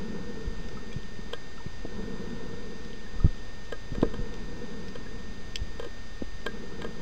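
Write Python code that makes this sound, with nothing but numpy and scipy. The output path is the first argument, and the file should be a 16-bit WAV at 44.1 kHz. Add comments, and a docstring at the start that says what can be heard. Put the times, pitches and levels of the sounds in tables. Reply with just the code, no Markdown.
"""A camera over a coral reef

A camera in a waterproof housing drifts through shallow water, in a low rush that swells and ebbs.
Soft contacts give the housing dull, damped bumps; hard ones tick and excite the modes of its shell.
Nearby, shrimp snap by cavitation and small bubbles plink at their resonant frequencies.
Inside the case the camera adds its own hiss and a thin electronic whine."""
import sys
import numpy as np
from scipy import signal
from scipy.fft import rfft, irfft, next_fast_len
from scipy.io import wavfile
from scipy.ndimage import map_coordinates

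SR = 44100
rng = np.random.default_rng(int(sys.argv[2]) if len(sys.argv) > 2 else 0)


def waveform_to_disk(signal):
    """Save audio, clipped to [-1, 1], as 16-bit WAV at the path in sys.argv[1]."""
    frames = np.transpose(np.atleast_2d(signal))
    scaled = np.clip(frames, -1, 1) * 32767
    samples = np.round(scaled).astype(np.int16)
    wavfile.write(sys.argv[1], SR, samples)


N = 309141


def amp(db):
    """Amplitude ratio of a level in decibels."""
    return 10 ** (np.asarray(db) / 20)


def gain_at(spectrum, hz):
    """Amplitude response: (f/Hz, level/dB) points interpolated on a logarithmic frequency axis."""
    f, db = np.transpose(spectrum)
    return amp(np.interp(np.log(hz + 1), np.log(f), db))


def wobble(knots_per_s):
    """Smooth random modulation: a spline through Gaussian values."""
    knots = rng.standard_normal(int(N * knots_per_s / SR) + 4)
    return map_coordinates(knots, [np.arange(N) * knots_per_s / SR])


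def filtered(x, response):
    """Linear filtering: the spectrum of x is multiplied by a frequency response."""
    size = next_fast_len(N + SR // 2)
    return irfft(rfft(x, size) * response(np.fft.rfftfreq(size, 1 / SR)), size)[:N]


def noise(spectrum):
    """Spectral shaping of white noise, scaled to rms 1."""
    x = filtered(rng.standard_normal(N), lambda hz: gain_at(spectrum, hz))
    return x / np.sqrt(np.mean(x ** 2) + 1e-20)


def minimum_phase(spectrum, size=1024):
    """Folding the cepstrum gives a causal impulse response, scaled to energy 1."""
    cepstrum = irfft(np.log(gain_at(spectrum, np.fft.rfftfreq(size, 1 / SR))))
    cepstrum[1:size // 2] *= 2
    cepstrum[size // 2 + 1:] = 0
    response = irfft(np.exp(rfft(cepstrum)))
    return response / np.linalg.norm(response)


def envelope(t60, attack):
    """Exponential decay by 60 dB in t60 seconds, after a rise with time constant attack."""
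    t = np.arange(SR // 4) / SR
    return np.exp(-np.log(1000) * t / t60) * (1 - np.exp(-t / attack))


def ring(hz, t60, attack):
    """Free vibration of one damped mode."""
    shape = envelope(t60, attack)
    return shape * np.sin(2 * np.pi * hz * np.arange(len(shape)) / SR)


def burst(t60, attack):
    """A broadband transient of decaying white noise."""
    shape = envelope(t60, attack)
    return shape * rng.standard_normal(len(shape))


def add(track, start_s, sound):
    """Superpose a sound on a track."""
    part = track[round(start_s * SR):][:len(sound)]
    part += sound[:len(part)]


# Microphone hiss spectrum: f/Hz, relative level/dB
HISS_SPECTRUM = [(200, 1), (1000, 1), (2200, -0.5), (3200, -2.5), (4200, -4), (5600, -8), (7000, -11),
                 (8300, -21), (9700, -27.5), (11000, -52), (12800, -34), (14500, -26.5), (15800, -27)]
# Circuit tones: f/Hz, rms level/dB
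WHINE_TONES = [(1822.8, -55.3), (3645.7, -65), (4829.2, -62), (6195, -66.7), (7378, -79), (9201, -83),
               (12847, -89.5), (14670, -90)]
def electronics():
    """Self-noise: steady tones from the camera's circuits over an even broadband hiss."""
    t = np.arange(N) / SR
    whine = sum(amp(db) * np.sqrt(2) * np.sin(2 * np.pi * (hz * t + rng.random()))
                for hz, db in WHINE_TONES)
    return whine + amp(-52.5) * noise(HISS_SPECTRUM)


# Spectrum of the calm water: f/Hz, relative level/dB
WASH_SPECTRUM = [(20, 0.5), (60, 2.5), (130, -4), (200, -3), (320, -9.5), (470, -8.5), (640, -18),
                 (1300, -23), (2400, -56.5)]
def wash():
    """Ambient noise: a nearly steady wash of water, heard between the swells."""
    return amp(-48.5 + 1.1 * wobble(8)) * noise(WASH_SPECTRUM)


# Spectrum of the surge: f/Hz, relative level/dB
SURGE_SPECTRUM = [(8, 0.5), (22, 1), (36, -1.5), (70, -12), (140, -20), (400, -83)]
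# Strength of the surge: t/s, relative level/dB
SURGE_LEVELS = [(0.0, -49.5), (0.9, -44), (1.56, -52), (1.97, -43), (2.98, -51), (3.22, -40), (3.65, -48.5),
                (4.03, -39.5), (4.95, -48.5), (5.52, -41), (5.91, -48), (6.34, -42), (6.61, -50),
                (7.0, -46.5)]
def surge():
    """Pressure fluctuation: the slow surge bears on the case as a deep rumble."""
    level_db = np.interp(np.arange(N) / SR, *np.transpose(SURGE_LEVELS))
    return amp(level_db + 5 + 1.3 * wobble(6.8)) * noise(SURGE_SPECTRUM)


# Spectrum of the flow along the housing: f/Hz, relative level/dB
RUSH_SPECTRUM = [(20, -17), (60, -8), (130, -2), (205, 7.5), (320, -5.5), (480, 2.5), (570, -19.5),
                 (760, -21.5), (950, -13), (1150, -23), (1500, -16.5), (2400, -58)]
# Swells of water: onset t/s, level/dB, hold/s
WATER_SWELLS = [(-.25, -38.5, 0.22), (1.817, -40, 0.44), (3.866, -41.5, 0.67), (6.372, -43.5, 0.46)]
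def rush(rise_s=0.18, ebb_db_per_s=10.5):
    """Flow noise: eddies along the case make a hollow rush that builds quickly, holds and ebbs slowly."""
    t = np.arange(N) / SR
    swells = np.zeros(N)
    for start, db, hold in WATER_SWELLS:
        rise = np.clip((t - start) / rise_s, 0, 1)
        ebb_s = np.maximum(t - start - rise_s - hold, 0)
        swells += rise * amp(db - ebb_db_per_s * ebb_s)
    flutter = amp(1.24 * wobble(3.35) + 0.72 * wobble(16))
    return swells * flutter * noise(RUSH_SPECTRUM)


# Small bubbles: t/s, relative level/dB, f/Hz
BUBBLE_PLINKS = [(0.77, -35.5, 1280), (.917, -42, 2370), (0.927, -41, 3340), (1.578, -39.5, 1340),
                 (1.603, -37.5, 936), (3.063, -40, 1700), (3.201, -34.5, 1250), (3.263, -40, 1260),
                 (5.064, -39, 1680)]
def bubbles():
    """Bubble resonance: each one rings briefly at a frequency set by its size."""
    out = np.zeros(N)
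    for start, db, hz in BUBBLE_PLINKS:
        add(out, start, amp(db + 1) * ring(hz, t60=0.051, attack=0.0017))
    return out


# Near shrimp snaps: t/s, relative level/dB, cavity f/Hz
NEAR_SNAPS = [(0.686, -31, 5500), (.929, -30.5, 7800), (1.335, -27.5, 3530), (2.848, -31.5, 4300),
              (2.931, -38, 3700), (4.017, -28.5, 3560), (4.340, -27.5, 4280), (4.883, -32, 4050),
              (5.557, -12.5, 5370), (5.559, -20.5, 3150)]
# Colour of a snap heard through the case: f/Hz, relative level/dB
SNAP_SPECTRUM = [(300, -26), (1500, -2), (2500, 4), (3200, 9), (4200, -6), (5500, 2), (7000, -11.5),
                 (7900, -8), (10000, -40), (12500, -31), (14200, -15), (16000, -22)]
def shrimp(far_count=60, echo_s=0.011, echo_db=-14.5):
    """Cavitation: each claw's cavity collapses at a pitch set by its size; the reef returns an echo."""
    out = np.zeros(N)
    far_snaps = [(when * N / SR, -51 + 12 * nearness, 3000 + 3000 * pitch)
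                 for when, nearness, pitch in rng.random((far_count, 3))]
    for start, db, hz in NEAR_SNAPS + far_snaps:
        crack = burst(t60=0.011, attack=0.00019)
        cavity = signal.lfilter(*signal.iirpeak(hz, Q=3.5, fs=SR), crack)
        snap = amp(db - 4.5) * (cavity + amp(-6.5) * crack)
        add(out, start, snap)
        add(out, start + echo_s, amp(echo_db) * snap)
    return signal.fftconvolve(out, minimum_phase(SNAP_SPECTRUM))[:N]


def rattle(hz):
    """Band-limited random vibration: a brief, rough shiver of the case around one pitch."""
    band = signal.butter(2, [hz / 1.47, hz * 1.15], "band", fs=SR)
    return signal.lfilter(*band, burst(t60=0.1, attack=0.0048))


# Hard contacts: t/s, relative level/dB, spectral tilt/(dB per octave)
HARD_CONTACTS = [(1.333, -30.5, 0.5), (3.724, -29.5, -1), (3.951, -35, -2.5), (4.029, -25, -7.5),
                 (4.14, -35.5, -1.5), (4.956, -36.5, -1), (5.797, -33.5, -0.5), (5.828, -38.5, -3),
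                 (5.847, -32.5, -4), (6.464, -24.5, -1), (6.819, -33.5, 0), (6.846, -30, -4.5)]
# Modes of the shell: f/Hz, relative level/dB, T60/s
SHELL_MODES = [(469, 5, 0.041), (580, -6.5, 0.046), (1030, -4, 0.028), (1246, -12.5, 0.11),
               (1611, -7, 0.097), (2374, -12.5, 0.026), (3164, -4.5, 0.028), (3690, -6, 0.012),
               (4100, -17, 0.018), (7300, -15, .015), (7920, -20, 0.025), (9470, -34, 0.061),
               (14300, -35, .018)]
# Crack of a hard contact: f/Hz, relative level/dB
CRACK_SPECTRUM = [(200, 3), (700, 1), (1500, -2), (4200, -5.5), (5500, -17.5), (8000, -16.5), (10500, -42),
                  (14500, -24), (16000, -34)]
def ticks(touch_lead_s=0.003, scatter_db=2.2):
    """Modal excitation: each contact excites the shell's modes, its own tilt making the high modes stronger or
    weaker. A rattle follows."""
    out = np.zeros(N)
    crack_response = minimum_phase(CRACK_SPECTRUM)
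    # a lighter, brighter touch precedes each strike
    touches = [(start - touch_lead_s, db - 8, tilt + 1.5) for start, db, tilt in HARD_CONTACTS]
    for start, db, tilt in HARD_CONTACTS + touches:
        modes = 0
        for hz, mode_db, t60 in SHELL_MODES:
            polarity = rng.choice([-1, 1])
            gain = amp(mode_db + tilt * np.log2(hz / 1000) + rng.normal(0, scatter_db))
            modes += polarity * gain * ring(hz, t60, attack=0.0012)
        crack = signal.fftconvolve(burst(t60=0.012, attack=0.0013), crack_response)[:len(modes)]
        add(out, start, amp(db) * (modes + amp(6 + tilt) * crack))
    for start, db, tilt in HARD_CONTACTS:
        add(out, start + 0.012, amp(db + 9.5 - tilt) * rattle(hz=430))
    return out


# Soft contacts: t/s, relative level/dB, thud f/Hz, sway level/dB re thud
SOFT_CONTACTS = [(0.474, -23.5, 44.7, 9), (0.963, -21.5, 129, -21), (1.191, -24, 194, -18),
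                 (1.662, -23, 145, -24), (1.85, -19.5, 300, -17), (3.245, -7, 74, -0.5),
                 (3.245, -13.5, 135, -10), (3.258, -13, 129, 0), (3.92, -21, 132, 4), (3.982, -21, 226, -5),
                 (4.028, -8.5, 253, -4), (4.029, -9.5, 510, -20), (4.191, -22.5, 130, 9),
                 (5.616, -24, 64, -13), (6.221, -15, 277, -22)]
def bumps(decay_cycles=4.57):
    """Damped vibration: water stills each thud in a few cycles, and the whole case sways after it."""
    out = np.zeros(N)
    for start, db, hz, sway_db in SOFT_CONTACTS:
        thud = ring(hz, t60=decay_cycles / hz, attack=0.0008)
        sway = ring(hz=24, t60=0.15, attack=0.029)
        # a shorter contact also shakes the case at higher frequencies
        lowpass = signal.butter(4, 1.77 * hz, fs=SR)
        scuff = signal.lfilter(*lowpass, burst(t60=0.029, attack=0.00071))
        scuff /= np.abs(scuff).max()
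        add(out, start, amp(db + 2.5) * (thud + amp(sway_db) * sway + amp(-12.5) * scuff))
    return out


def scene():
    """Superposition: all sources sum at one microphone inside the housing."""
    water = rush() + wash() + surge()
    return (water + electronics() + bumps() + ticks() + shrimp() + bubbles())[None]


def record(dry):
    """Band limiting: the camera passes nothing above its cutoff and adds a small negative DC offset."""
    cutoff_hz, dc_offset = 15750, -0.03
    return filtered(dry[0], lambda hz: hz < cutoff_hz)[None] + dc_offset


dry = scene()
out = record(dry)
waveform_to_disk(out)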